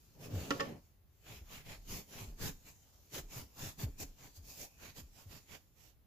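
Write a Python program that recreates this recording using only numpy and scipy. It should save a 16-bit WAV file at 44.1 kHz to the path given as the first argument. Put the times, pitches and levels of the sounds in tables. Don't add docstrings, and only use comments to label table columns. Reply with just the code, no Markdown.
import sys
import numpy as np
from scipy import signal
from scipy.fft import rfft, irfft
from scipy.io import wavfile
from scipy.ndimage import uniform_filter1d

SR = 44100
rng = np.random.default_rng(int(sys.argv[2]) if len(sys.argv) > 2 else 0)


def unload_wav(signal):
    wavfile.write(
        sys.argv[1],
        SR,
        np.round(np.clip(np.atleast_2d(signal).T, -1, 1) * 32767).astype(np.int16),
    )


N = 267246
TIME = np.arange(N) / SR
BINS = np.maximum(np.fft.rfftfreq(N, 1 / SR), 1)
SPLIT = np.array([[0.5], [-0.5]])


def from_db(db):
    return 10 ** (np.asarray(db) / 20)


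def at_bins(points):
    hz, value = np.transpose(points)
    return np.interp(np.log(BINS), np.log(hz), value)


def drift(rate_hz):
    slow = irfft(rfft(rng.standard_normal(N)) / (1 + (BINS / rate_hz) ** 2), N)
    return slow / slow.std()


# frequency_hz, likeness (0 to 1)
SIDE_LIKENESS = [(40, 0.4), (130, 0.97), (290, .8), (640, 0.4), (1400, 0.09), (4000, 0.15), (8000, 0)]


def noise(spectrum, band=(0, SR)):
    gain = from_db(at_bins(spectrum))
    alike = np.clip(at_bins(SIDE_LIKENESS), 0, 1)
    in_band = (BINS > band[0]) * (BINS < band[1])
    gain = gain / np.sqrt(np.mean(gain ** 2 * in_band))
    mid, side = rfft(rng.standard_normal((2, N)))
    shared = np.sqrt((1 + alike) / 2) * mid
    opposed = np.sqrt((1 - alike) / 2) * side * [[1], [-1]]
    return irfft(gain * (shared + opposed), N)


def soften(x, hz):
    r = np.exp(-2 * np.pi * hz / SR)
    return signal.lfilter([1 - r], [1, -r], x)


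def dying(t, t60):
    return np.exp(-np.log(1000) * t / t60)


def held(start, end, attack, release):
    return np.clip(np.minimum((TIME - start) / attack, (end - TIME) / release), 0, 1)


def add(out, s, sound):
    start = int(s * SR)
    out[..., start:start + sound.shape[-1]] += sound[..., :N - start]


# (dB per Hz, relative)
AIR_SPECTRUM = [(20, -14), (45, 4.5), (85, 3), (140, -8), (250, -15), (450, -19.5), (900, -26),
                (2500, -30.5), (6000, -34.5), (10000, -31), (14000, -27.5)]
ROOM_AIR_DB = -66.5


def room_air():
    return from_db(ROOM_AIR_DB) * noise(AIR_SPECTRUM)


ROOM_T60_S = 0.27


def room(x, wet_db=-13, first_echo_s=0.0055):
    t = TIME[:SR // 2]
    white = noise([(20, 0), (SR, 0)])[:, :len(t)]
    tail = white * dying(t, ROOM_T60_S) * (t > first_echo_s)
    tail = tail / np.sqrt(np.sum(tail ** 2) / 2)
    return x + from_db(wet_db) * signal.fftconvolve(x, tail, axes=1)[:, :N]


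# peak_s, half_length_s, level_db
SOCK_SQUEAKS = [(0.25, 0.024, -61), (4.538, 0.066, -69.5), (4.81, 0.18, -75)]
SQUEAK_HZ, SQUEAK_WIDTH_HZ = 2520, 270


def squeaks():
    resonance = 1 / (1 + (2 * (BINS - SQUEAK_HZ) / SQUEAK_WIDTH_HZ) ** 2)
    tone = irfft(rfft(rng.standard_normal((2, N))) * resonance, N)
    level = np.zeros(N)
    for peak_s, half_s, level_db in SOCK_SQUEAKS:
        level += from_db(level_db) * np.exp(-np.minimum(((TIME - peak_s) / half_s) ** 2, 20))
    return level * tone / tone.std()


# snap_s, level_db, slipping_before_s, gain_per_later_slip_db
JOINT_CRACKS = [(0.5062, -23.5, 0, -0.75), (0.6061, -26, .01, -3)]
SLIP_GAP_S, SLIPS_AFTER = 0.0032, 3
SNAP_HZ, SLIP_DULLING = 7040, 1.6
LEAD_IN_DB, LEAD_IN_DB_PER_SLIP = -2, 0.5


def slips(jitter=0.12):
    rows = []
    for snap_s, level_db, before_s, after_db in JOINT_CRACKS:
        slips_before = round(before_s / SLIP_GAP_S)
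        for k in range(-slips_before, SLIPS_AFTER + 1):
            change_db = k * after_db if k >= 0 else LEAD_IN_DB + k * LEAD_IN_DB_PER_SLIP
            wander = jitter * rng.standard_normal() * (k != 0)
            when = snap_s + SLIP_GAP_S * (k + wander)
            rows.append((when, level_db + change_db, SNAP_HZ / (1 + SLIP_DULLING * abs(k))))
    return rows


# frequency_hz, level_db (relative, varied at each slip), t60_s
WOOD_MODES = [(180, -32.5, 0.15), (283, -12, 0.094), (456, -15, 0.14), (550, -13.5, 0.15), (836, -19, 0.14),
              (898, -17, 0.061), (1120, -22.5, 0.17), (1274, -9.5, 0.024), (1372, -12, .05),
              (1795, -11, 0.074), (1980, -9.5, 0.032), (2160, -40, 0.053), (2680, -19, 0.056),
              (2900, -17, 0.028), (3030, -17, 0.03), (5170, -17, 0.02), (5700, -30, 0.0174)]
# (dB per Hz, relative)
SPLINTER_SPECTRUM = [(100, -18.5), (300, 12), (600, -8), (1500, -3.5), (3000, 1), (4000, -5), (6000, -2),
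                     (7500, -7), (10000, -15.5), (15000, -21)]


def cracks(ring_db=-2.0, snap_db=-5.0, snap_t60=0.014, tail_db=-20, tail_t60=0.17,
           spread_db=4.5, apart_hz=480, pan_db=-1.5):
    out, t = np.zeros((2, N)), TIME[:SR // 3]
    splinter = noise(SPLINTER_SPECTRUM)
    hz, mode_db, t60 = np.transpose(WOOD_MODES)[:, :, None]
    apart = np.minimum(1, (hz / apart_hz) ** 2)
    lag = np.pi / 4 * apart * rng.choice([-1, 1], hz.shape) * np.array([1, -1])[:, None, None]
    snap_level = from_db(snap_db) * dying(t, snap_t60) + from_db(tail_db) * dying(t, tail_t60)
    for k, (s, level_db, bright_hz) in enumerate(slips()):
        strength = from_db(mode_db + ring_db + spread_db * rng.standard_normal(hz.shape))
        phase = 2 * np.pi * rng.random(hz.shape) + lag
        modes = strength * dying(t, t60) * np.sin(2 * np.pi * hz * t + phase)
        ring = np.sum(modes, axis=1)
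        snap = splinter[:, k * len(t):(k + 1) * len(t)] * snap_level
        add(out, s, soften(from_db(level_db) * (ring + snap), bright_hz))
    return out * from_db(pan_db * SPLIT)


def thud(hz, swell, sag=0.28, sag_s=0.028, pile_db=-14, pile_hz=200):
    t = TIME[:SR // 3]
    load = (t / swell * np.exp(1 - t / swell)) ** 2
    pitch = hz * (1 + sag * (2 * np.exp(-t / sag_s) - 1))
    flex = np.sin(2 * np.pi * np.cumsum(pitch) / SR)
    pile = soften(soften(rng.standard_normal(len(t)), pile_hz), pile_hz)
    return load * (flex + from_db(pile_db) * pile / pile.std())


# start_s, heel_db (before the common trim), mid_pitch_hz (the note sinks through it),
# swell_s, sole_against_heel_db
STEPS = [(0.319, -30, 111.2, 0.03, -20), (1.296, -51.5, 115, 0.024, -1), (1.407, -45, 66.6, 0.016, -9),
         (1.747, -48.5, 51, 0.046, -4), (1.894, -42.5, 99.5, 0.013, -1.5), (2.203, -47.5, 122, .028, -23),
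         (2.273, -37.5, 53.5, .017, -6), (2.441, -47.5, 53.4, 0.027, -4), (3.174, -50, 67, .022, 5.5),
         (3.35, -46, 134, 0.025, -6), (3.645, -47.5, 101, 0.013, -9), (3.829, -28, 113.4, .013, -5),
         (3.87, -45, 43.4, 0.023, -6), (4.03, -43.5, 59.5, .018, -2.5), (4.37, -48, 87, 0.023, -3),
         (5.013, -47.5, 70, .021, -7), (5.254, -45.5, 97.5, 0.017, -8)]
ROLL_SWELLS, SOLE_PITCH_RATIO, SOLE_SWELL_RATIO = 1.9, 0.603, 1.4


def thuds(level_db=-1.0):
    out = np.zeros(N)
    for start_s, heel_db, hz, swell, sole_db in STEPS:
        heel = thud(hz, swell)
        sole = thud(SOLE_PITCH_RATIO * hz, SOLE_SWELL_RATIO * swell)
        add(out, start_s, from_db(heel_db) * heel)
        add(out, start_s + ROLL_SWELLS * swell, from_db(heel_db + sole_db) * sole)
    return from_db(level_db) * out


# (dB per Hz, relative)
HISS_SPECTRUM = [(300, -42), (800, -1), (1500, -17.5), (2500, -10.5), (4000, -3.5), (5600, 1), (7000, 4.5),
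                 (10000, -5), (13000, 0.5), (15500, -3.5)]
SCUFF_SPECTRUM = [(250, -23), (600, -3.5), (1100, 0), (1700, -1.5), (2100, -0.5), (2500, 2), (3400, -1.5),
                  (4500, -4.5), (7000, -11), (15000, -32)]
RUB_SPECTRUM = [(20, 10), (60, 2), (130, 10.5), (190, 5.5), (250, 3.5), (330, 0), (550, -1.5), (900, -10.5),
                (1300, -17.5), (2200, -18.5), (5000, -54)]


def fabric(hiss_db=0.49, scuff_db=-1.87, rub_db=-1.4, grain_db=1.0, catch_db=1.5):
    catching = catch_db * drift(23)
    hiss_level_db = hiss_db + grain_db * drift(430) + 0.5 * catching
    scuff_level_db = scuff_db + grain_db * drift(350) + catching
    hiss = from_db(hiss_level_db) * noise(HISS_SPECTRUM, (4000, 15000))
    scuff = from_db(scuff_level_db) * noise(SCUFF_SPECTRUM, (1000, 4000))
    rub = from_db(rub_db) * noise(RUB_SPECTRUM, (250, 1000))
    return hiss, scuff, rub


# start_s, end_s
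STIRRING_RESTS = [(.7, 1.356), (5.5, 6.9)]
STIR_DB, REST_FADE_S = -71, 0.32


def stirring(hiss, scuff, rub, scuff_db=-8.0, rub_db=-10.5):
    rest = sum(held(start, end, REST_FADE_S, REST_FADE_S) for start, end in STIRRING_RESTS)
    blend = hiss + from_db(scuff_db) * scuff + from_db(rub_db) * rub
    return from_db(STIR_DB) * (1 - rest) * blend


DRAG_START_S, DRAG_END_S, DRAG_ATTACK_S, DRAG_RELEASE_S = 0.14, 0.809, 0.26, 0.11
DRAG_DB, DRAG_LOW_HZ = -51.5, 110


def drag(rub):
    envelope = held(DRAG_START_S, DRAG_END_S, DRAG_ATTACK_S, DRAG_RELEASE_S)
    return from_db(DRAG_DB) * envelope * (rub - soften(rub, DRAG_LOW_HZ))


# start_s, length_s, level_db (sets all layers), pressure_db
STROKES = [(0.208, 0.073, -58.5, -1.5), (0.317, 0.17, -55.5, -0.5), (0.48, 0.15, -59, -1),
           (0.59, 0.14, -71, 10.5), (1.261, 0.13, -60, 2.5), (1.501, .11, -56.5, 2.5),
           (1.66, 0.1, -57.5, 3.5), (1.887, .12, -48, -3.5), (2.106, .16, -54.5, -0.5),
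           (2.405, 0.096, -45, -1.5), (2.653, 0.07, -62.5, -3), (3.13, 0.077, -47, -4.5),
           (3.315, 0.11, -49.5, -5), (3.58, 0.13, -49.5, -5), (3.79, 0.061, -47.5, -4.5),
           (3.991, 0.052, -45, -10), (4.183, 0.11, -64, -1), (4.347, 0.043, -63, -19),
           (4.456, 0.11, -56.5, -17.5), (4.579, 0.081, -49, -9.5), (4.801, 0.11, -60.5, 3.5),
           (4.96, 0.054, -54.5, -5.5), (5.146, 0.093, -65, -3.5), (5.294, .1, -62.5, -0.5),
           (5.493, 0.081, -61, 4), (5.774, 0.14, -67, -5.5)]
# time_s, left_minus_right_db
LEG_PAN = [(0.3, -1), (2.5, -1.1), (4.3, 0), (5.1, -8), (5.8, -7.5)]
SWELL_SHARE = 0.5
RUB_DB, RUB_FOLLOWS = -4, 0.43


def strokes(hiss, scuff, rub, steepness=2.69):
    out = np.zeros((2, N))
    for start, length, level_db, pressure_db in STROKES:
        swell, fade = SWELL_SHARE * length, (1 - SWELL_SHARE) * length
        near = np.flatnonzero((TIME > start - swell) & (TIME < start + length + fade))
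        t = TIME[near] - start - swell
        speed = np.exp(-np.abs(t / np.where(t < 0, swell, fade)) ** steepness)
        pan = from_db(np.interp(start, *np.transpose(LEG_PAN)) * SPLIT)
        bright = hiss[:, near] + from_db(pressure_db) * scuff[:, near]
        dull = from_db(RUB_DB + RUB_FOLLOWS * pressure_db) * rub[:, near]
        out[:, near] += from_db(level_db) * speed * (pan * bright + dull)
    return out


def folding(x, depth_db=2.25):
    spectra = signal.stft(x, nperseg=512)[2]
    field = rng.standard_normal(spectra.shape[1:])
    for _ in range(2):
        field = uniform_filter1d(field, size=4, axis=0)
        field = uniform_filter1d(field, size=14, axis=1)
    return signal.istft(spectra * from_db(depth_db * field / field.std()))[1][:, :N]


def cloth():
    hiss, scuff, rub = fabric()
    return folding(stirring(hiss, scuff, rub) + drag(rub) + strokes(hiss, scuff, rub))


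def scene():
    return room_air() + room(squeaks() + cracks() + thuds() + cloth())


CUTOFF_HZ = 15600


def record(dry, notch_hz=8600, notch_width_hz=2600, notch_db=-14):
    b, a = signal.iirnotch(notch_hz, notch_hz / notch_width_hz, fs=SR)
    kept = from_db(notch_db)
    coloured = kept * dry + (1 - kept) * signal.lfilter(b, a, dry)
    top_cut = signal.ellip(10, 0.2, 70, CUTOFF_HZ - 300, fs=SR, output="sos")
    return signal.sosfilt(top_cut, coloured)


dry = scene()
out = record(dry)
unload_wav(out)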